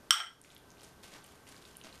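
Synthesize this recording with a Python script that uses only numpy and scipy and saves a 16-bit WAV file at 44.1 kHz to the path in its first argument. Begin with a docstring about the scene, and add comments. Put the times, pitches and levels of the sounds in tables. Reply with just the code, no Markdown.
"""A sharp clink of a metal spoon on a hand-held glass jar, lighter contacts and a gritty slide, then moist food
that smacks, squelches and drops on a plate, in a small live kitchen with a faint appliance hum.
Decaying sines and a noise crack make the jar, a ringing pop each smack, swells of grains the squelches and
a dull sine the plate. Coloured noise reverberates them; the microphone's limiter ducks peaks and recovers."""
import sys
import numpy as np
from scipy import signal
from scipy.fft import rfft, irfft
from scipy.io import wavfile
from scipy.ndimage import uniform_filter1d, minimum_filter1d

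SR = 44100
rng = np.random.default_rng(int(sys.argv[2]) if len(sys.argv) > 2 else 0)


def store_pcm(level_fs):
    """Save levels as 16-bit WAV."""
    pcm = np.round(np.clip(level_fs, -1, 1) * 32767).astype(np.int16)
    wavfile.write(sys.argv[1], SR, np.atleast_2d(pcm).T)


N = 88200  # length in samples (2 s)

# squelches as the food is cut, lifted and dropped:
# (start [s], attack [s], decay to 1/e [s], level before the room [dB], low-pass brightness [Hz])
SQUELCH_SWELLS = [(.437, 0.0095, 0.043, -56.5, 8850), (.495, 0.021, 0.038, -59.5, 6000),
                  (0.767, 0.077, 0.045, -59.5, 12000), (1.027, .002, 0.053, -51.5, 6700),
                  (1.112, 0.021, 0.027, -51.5, 4170), (1.143, 0.0078, 0.043, -57, 1900),
                  (1.234, 0.0051, 0.14, -64.5, 11100), (1.465, 0.01, 0.22, -59, 7700),
                  (1.62, 0.039, 0.11, -63, 6950), (1.835, 0.014, 0.045, -52, 3020),
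                  (1.918, 0.026, 0.14, -62, 8300)]


def undb(db):
    """Decibels to gain."""
    return 10 ** (np.asarray(db) / 20)


def unit(x):
    """Scale to rms 1."""
    return x / np.sqrt(np.mean(x ** 2))


def since(start):
    """Seconds since a moment, zero before it."""
    return np.maximum(np.arange(N) / SR - start, 0)


def fade(t, t60):
    """A decay of 60 dB in t60 seconds."""
    return np.exp(-np.log(1000) * t / t60)


def cut(x, hz, kind, order=2):
    """Low-pass or high-pass."""
    sos = signal.butter(order, min(hz, SR / 2 - 1), kind, fs=SR, output="sos")
    return signal.sosfilt(sos, x)


def colour(x, points):
    """Causal minimum-phase filter through (frequency [Hz], level [dB]) points."""
    hz, db = np.array(points).T
    f = np.maximum(np.arange(N + 1) * SR / (2 * N), 1)
    curve_db = np.interp(np.log(f), np.log(hz), db)
    # folding the cepstrum onto positive time makes the filter causal
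    cepstrum = irfft(np.log(undb(curve_db)))
    cepstrum[1:N] *= 2
    cepstrum[N + 1:] = 0
    response = np.exp(rfft(cepstrum))
    return irfft(rfft(x, 2 * N) * response)[:N]


def jar():
    """Each knock cracks and rings the same modes; the later, softer contacts are duller and ring longer."""
    # modes of the jar with the spoon on it, mostly damped by hand and food:
    # (frequency [Hz], relative level [dB], base t60 [s])
    jar_modes = [(1312, -39.5, 0.52), (1372, -12, 0.032), (1637, -13, 0.023), (2020, -15.5, 0.011),
                 (3123, -4.5, 0.0297), (3135, -33, .26), (3296, -11.5, 0.043), (3480, -21.5, 0.0067),
                 (4330, -23.5, 0.028), (5460, -39, 0.21), (5502, -6.5, 0.025), (5740, -11.5, 0.026),
                 (8220, -18.5, 0.02), (8210, -12, 0.023)]
    # knocks of the spoon: (time [s], strength [dB], contact brightness [Hz], ring length [factor on t60])
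    knocks = [(0.1075, -1, 16400, 1.01), (0.135, -20, 10000, 1.14), (0.2026, -18, 2770, 2.4),
              (0.2686, -36, 3520, 2.3)]
    free_t60_s = 0.28  # longest ring allowed
    low_cut_hz, jar_db = 1160, 2.5  # the jar radiates little below the cut

    out = np.zeros(N)
    for start, strength_db, bright_hz, ring in knocks:
        t = since(start)
        hit = crack(t)
        for hz, mode_db, t60 in jar_modes:
            decay = fade(t, min(t60 * ring, free_t60_s))
            hit += undb(mode_db) * np.sin(2 * np.pi * hz * t) * decay
        out += undb(strength_db) * cut(hit, bright_hz, "low")
    return undb(jar_db) * cut(out, low_cut_hz, "high", order=6)


def crack(t):
    """The dry crack of steel on glass: a short noise burst, evened out over frequency and then coloured."""
    # colour of the crack: (frequency [Hz], level [dB])
    steel_on_glass = [(600, -36.5), (1300, -7), (2500, -8), (3700, 1), (4400, 4), (6000, -3), (6800, -15),
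                      (7600, 5), (9000, -15), (9900, -23), (11400, -4.5), (13300, -7.5), (14500, -7.5)]
    crack_db, t60_s = -6, 0.0075

    started = t > 0
    spectrum = rfft(rng.standard_normal(N) * started * fade(t, t60_s))
    flat = irfft(spectrum / (abs(spectrum) + 1e-9), N)
    even = flat * started * fade(t, 10 * t60_s)
    # rms of the burst's decay over the whole scene
    burst_rms = np.sqrt(np.mean(started * fade(t, t60_s) ** 2))
    return undb(crack_db) * unit(colour(even, steel_on_glass)) * burst_rms


def slide():
    """A short gritty rub of the spoon along the glass: coloured grains under a half-sine swell."""
    # colour of the rub: (frequency [Hz], level [dB])
    rub_colour = [(300, -33), (550, -11), (700, -3.5), (900, 3.5), (1100, -11), (1500, -0.5), (2300, 0.5),
                  (3500, -18.5), (7000, -15.5), (14000, -33.5)]
    start_s, length_s, slide_db = 0.118, 0.135, -39.5
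    progress = np.minimum(since(start_s) / length_s, 1)
    return undb(slide_db) * np.sin(np.pi * progress) * crackle(rub_colour)


def smacks():
    """The clear sticky smacks of the food, and faint ones scattered after the start of each squelch."""
    # clear smacks: (time [s], pitch [Hz], peak level before the room [dB])
    clear_smacks = [(.4153, 8740, -34.5), (.4392, 7200, -43), (0.447, 2220, -42.5), (.5032, 3550, -43.5),
                    (0.521, 8150, -47), (.549, 11480, -42.5), (0.5647, 3350, -38), (0.579, 10700, -44),
                    (0.7043, 6430, -43.5), (.717, 6700, -46), (0.793, 4400, -51), (.799, 3000, -50),
                    (.809, 5700, -44.5), (.840, 8550, -43), (0.8476, 6460, -42.5), (1.2424, 9200, -39.5),
                    (1.2465, 3060, -47.5), (1.265, 12100, -41.5), (1.4687, 2800, -47), (1.491, 9900, -42),
                    (1.544, 1840, -46), (1.565, 4770, -44), (1.625, 3560, -46), (1.6524, 3740, -40.5),
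                    (1.753, 3020, -46.5), (1.7691, 9780, -31), (1.8137, 2930, -39.5), (1.8385, 6700, -42),
                    (1.8725, 3900, -45), (1.927, 4030, -42)]
    specks_per_squelch, speck_after_s = 7, 0.09
    speck_db, speck_spread_db = -54.5, 2  # centre, and range either way
    low_hz, high_hz = 2100, 11600

    rows = list(clear_smacks)
    for start, *_ in SQUELCH_SWELLS:
        for when, pitch, strength in rng.random((specks_per_squelch, 3)):
            speck_s = start + when * speck_after_s
            speck_hz = low_hz * (high_hz / low_hz) ** pitch
            level_db = speck_db + speck_spread_db * (2 * strength - 1)
            rows.append((speck_s, speck_hz, level_db))

    out = np.zeros(2 * N)  # spare room for pops that run past the end
    for start, hz, db in rows:
        pop = undb(db) * smack(hz)
        i = int(start * SR)
        out[i:i + len(pop)] += pop
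    return out[:N]


def smack(hz, size=1024):
    """A tiny pocket of air snaps open in the sauce and rings for a few cycles; peak 1."""
    decay_cycles = 2.36  # cycles to fall to 1/e
    snap_share = 0.8  # noise mixed with the tone
    band = 1.42  # ratio of band edge to pitch
    t = np.arange(size) / SR
    snap = unit(cut(rng.standard_normal(size), hz * band, "low"))
    tone = np.sin(2 * np.pi * hz * t)
    pop = np.exp(-t * hz / decay_cycles) * (tone + snap_share * snap)
    pop = cut(pop, hz / band, "high", order=6)
    pop = cut(pop, hz * band, "low", order=6)
    return pop / abs(pop).max()


def squelches():
    """Swells of dense wet crackle, made lumpy by random changes of level."""
    # colour of the wet crackle: (frequency [Hz], level [dB])
    wet_colour = [(150, -4), (600, -1), (1400, -2.5), (3200, -0.5), (5500, -2), (8000, -1.5), (11000, -3),
                  (15000, -11)]
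    lump_hz, lump_db = 88, 3  # highest speed and rms depth of the unevenness

    out = np.zeros(N)
    for start, attack, decay, db, bright_hz in SQUELCH_SWELLS:
        t = since(start)
        swell = np.minimum(t / attack, 1) * np.exp(-np.maximum(t - attack, 0) / decay)
        lumps = undb(lump_db * unit(cut(rng.standard_normal(N), lump_hz, "low")))
        wet = unit(cut(crackle(wet_colour), bright_hz, "low", order=1))
        out += undb(db) * swell * lumps * wet
    return out


def crackle(points):
    """Dense grains of uneven size and random sign in a given colour, rms 1."""
    grains_per_s, spread_db = 2000, 3
    sizes = undb(spread_db * np.minimum(rng.exponential(size=N), 4))
    present = rng.random(N) < grains_per_s / SR
    grains = present * sizes * rng.choice([-1, 1], N)
    return unit(colour(grains, points))


def plate():
    """The plate answers the last lump of food with a soft, dull, decaying note."""
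    start_s, attack_s, t60_s = 1.843, 0.011, 0.14
    plate_hz, plate_db = 639.4, -48.5
    t = since(start_s)
    onset = 1 - np.exp(-t / attack_s)
    return undb(plate_db) * np.sin(2 * np.pi * plate_hz * t) * fade(t, t60_s) * onset


def kitchen(x):
    """Dense reflections from near walls, as decaying noise; the treble dies slightly sooner."""
    # colour of the reverberation: (frequency [Hz], level [dB])
    wall_colour = [(200, 2), (800, -0.5), (1400, 3.5), (3000, -2.5), (5500, -2.5), (8300, -2.5),
                   (14000, -6)]
    room_db, delay_s, build_s = -4.5, 0.0024, 0.0042
    t60_low_s, t60_high_s = 0.29, 0.28

    t = since(delay_s)
    noise = rfft(rng.standard_normal(N))
    # four overlapping bands from bass to treble, each with its own decay
    place = np.interp(np.arange(len(noise)) * SR / N, [1000, 12000], [0, 3])
    tail = np.zeros(N)
    for k, t60 in enumerate(np.linspace(t60_low_s, t60_high_s, 4)):
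        weight = np.maximum(1 - abs(place - k), 0)
        tail += irfft(noise * weight, N) * fade(t, t60)
    tail = tail * (1 - np.exp(-t / build_s))
    tail = colour(tail / np.sqrt(np.sum(tail ** 2)), wall_colour)
    return x + undb(room_db) * signal.fftconvolve(x, tail)[:N]


def room_tone():
    """Soft air noise and the slightly wavering tones of an appliance."""
    # colour of the air noise: (frequency [Hz], relative density [dB per Hz])
    air_colour = [(20, -6.5), (60, 1.5), (130, 2), (280, 0.5), (550, -3.5), (1200, -7), (2500, -15.5),
                  (6000, -19), (11500, -22.5), (15000, -31.5)]
    # steady tones of the appliance: (frequency [Hz], rms level [dB])
    hum_tones = [(409.5, -72), (1551, -73), (11800, -81)]
    air_db = -59
    waver_hz = 4.4  # rms waver of the second tone; the others waver in proportion to pitch

    out = undb(air_db) * unit(colour(rng.standard_normal(N), air_colour))
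    for hz, db in hum_tones:
        drift = unit(cut(rng.standard_normal(N), 35, "low"))
        waver = waver_hz * hz / hum_tones[1][0] * drift
        phase = 2 * np.pi * np.cumsum(hz + waver) / SR
        out = out + undb(db) * unit(np.sin(phase))
    return out


def scene():
    """Spoon, jar, food and plate in the kitchen."""
    sources = jar() + slide() + smacks() + squelches() + plate()
    return (kitchen(sources) + room_tone())[None]


def record(dry):
    """A narrow notch, a look-ahead limiter with a slow release, and a steep top cut."""
    notch_hz, notch_width_hz, top_hz = 7865, 140, 15050
    limit_db, release_db_per_s, look_ahead_s = -2.5, 16.5, 0.0008

    x = signal.lfilter(*signal.iirnotch(notch_hz, notch_hz / notch_width_hz, fs=SR), dry[0])
    over_db = 20 * np.log10(np.maximum(abs(x) / undb(limit_db), 1))
    # hold the deepest reduction so far, released at a constant rate
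    recovery_db = release_db_per_s * since(0)
    gain_db = recovery_db - np.maximum.accumulate(over_db + recovery_db)
    # spread and smooth the gain so that it falls before the peak
    ahead = int(look_ahead_s * SR) + 1
    gain_db = uniform_filter1d(minimum_filter1d(gain_db, 2 * ahead), 2 * ahead)
    top = signal.ellip(10, 0.2, 60, top_hz, fs=SR, output="sos")
    return signal.sosfilt(top, x * undb(gain_db))[None]


dry = scene()
out = record(dry)
store_pcm(out)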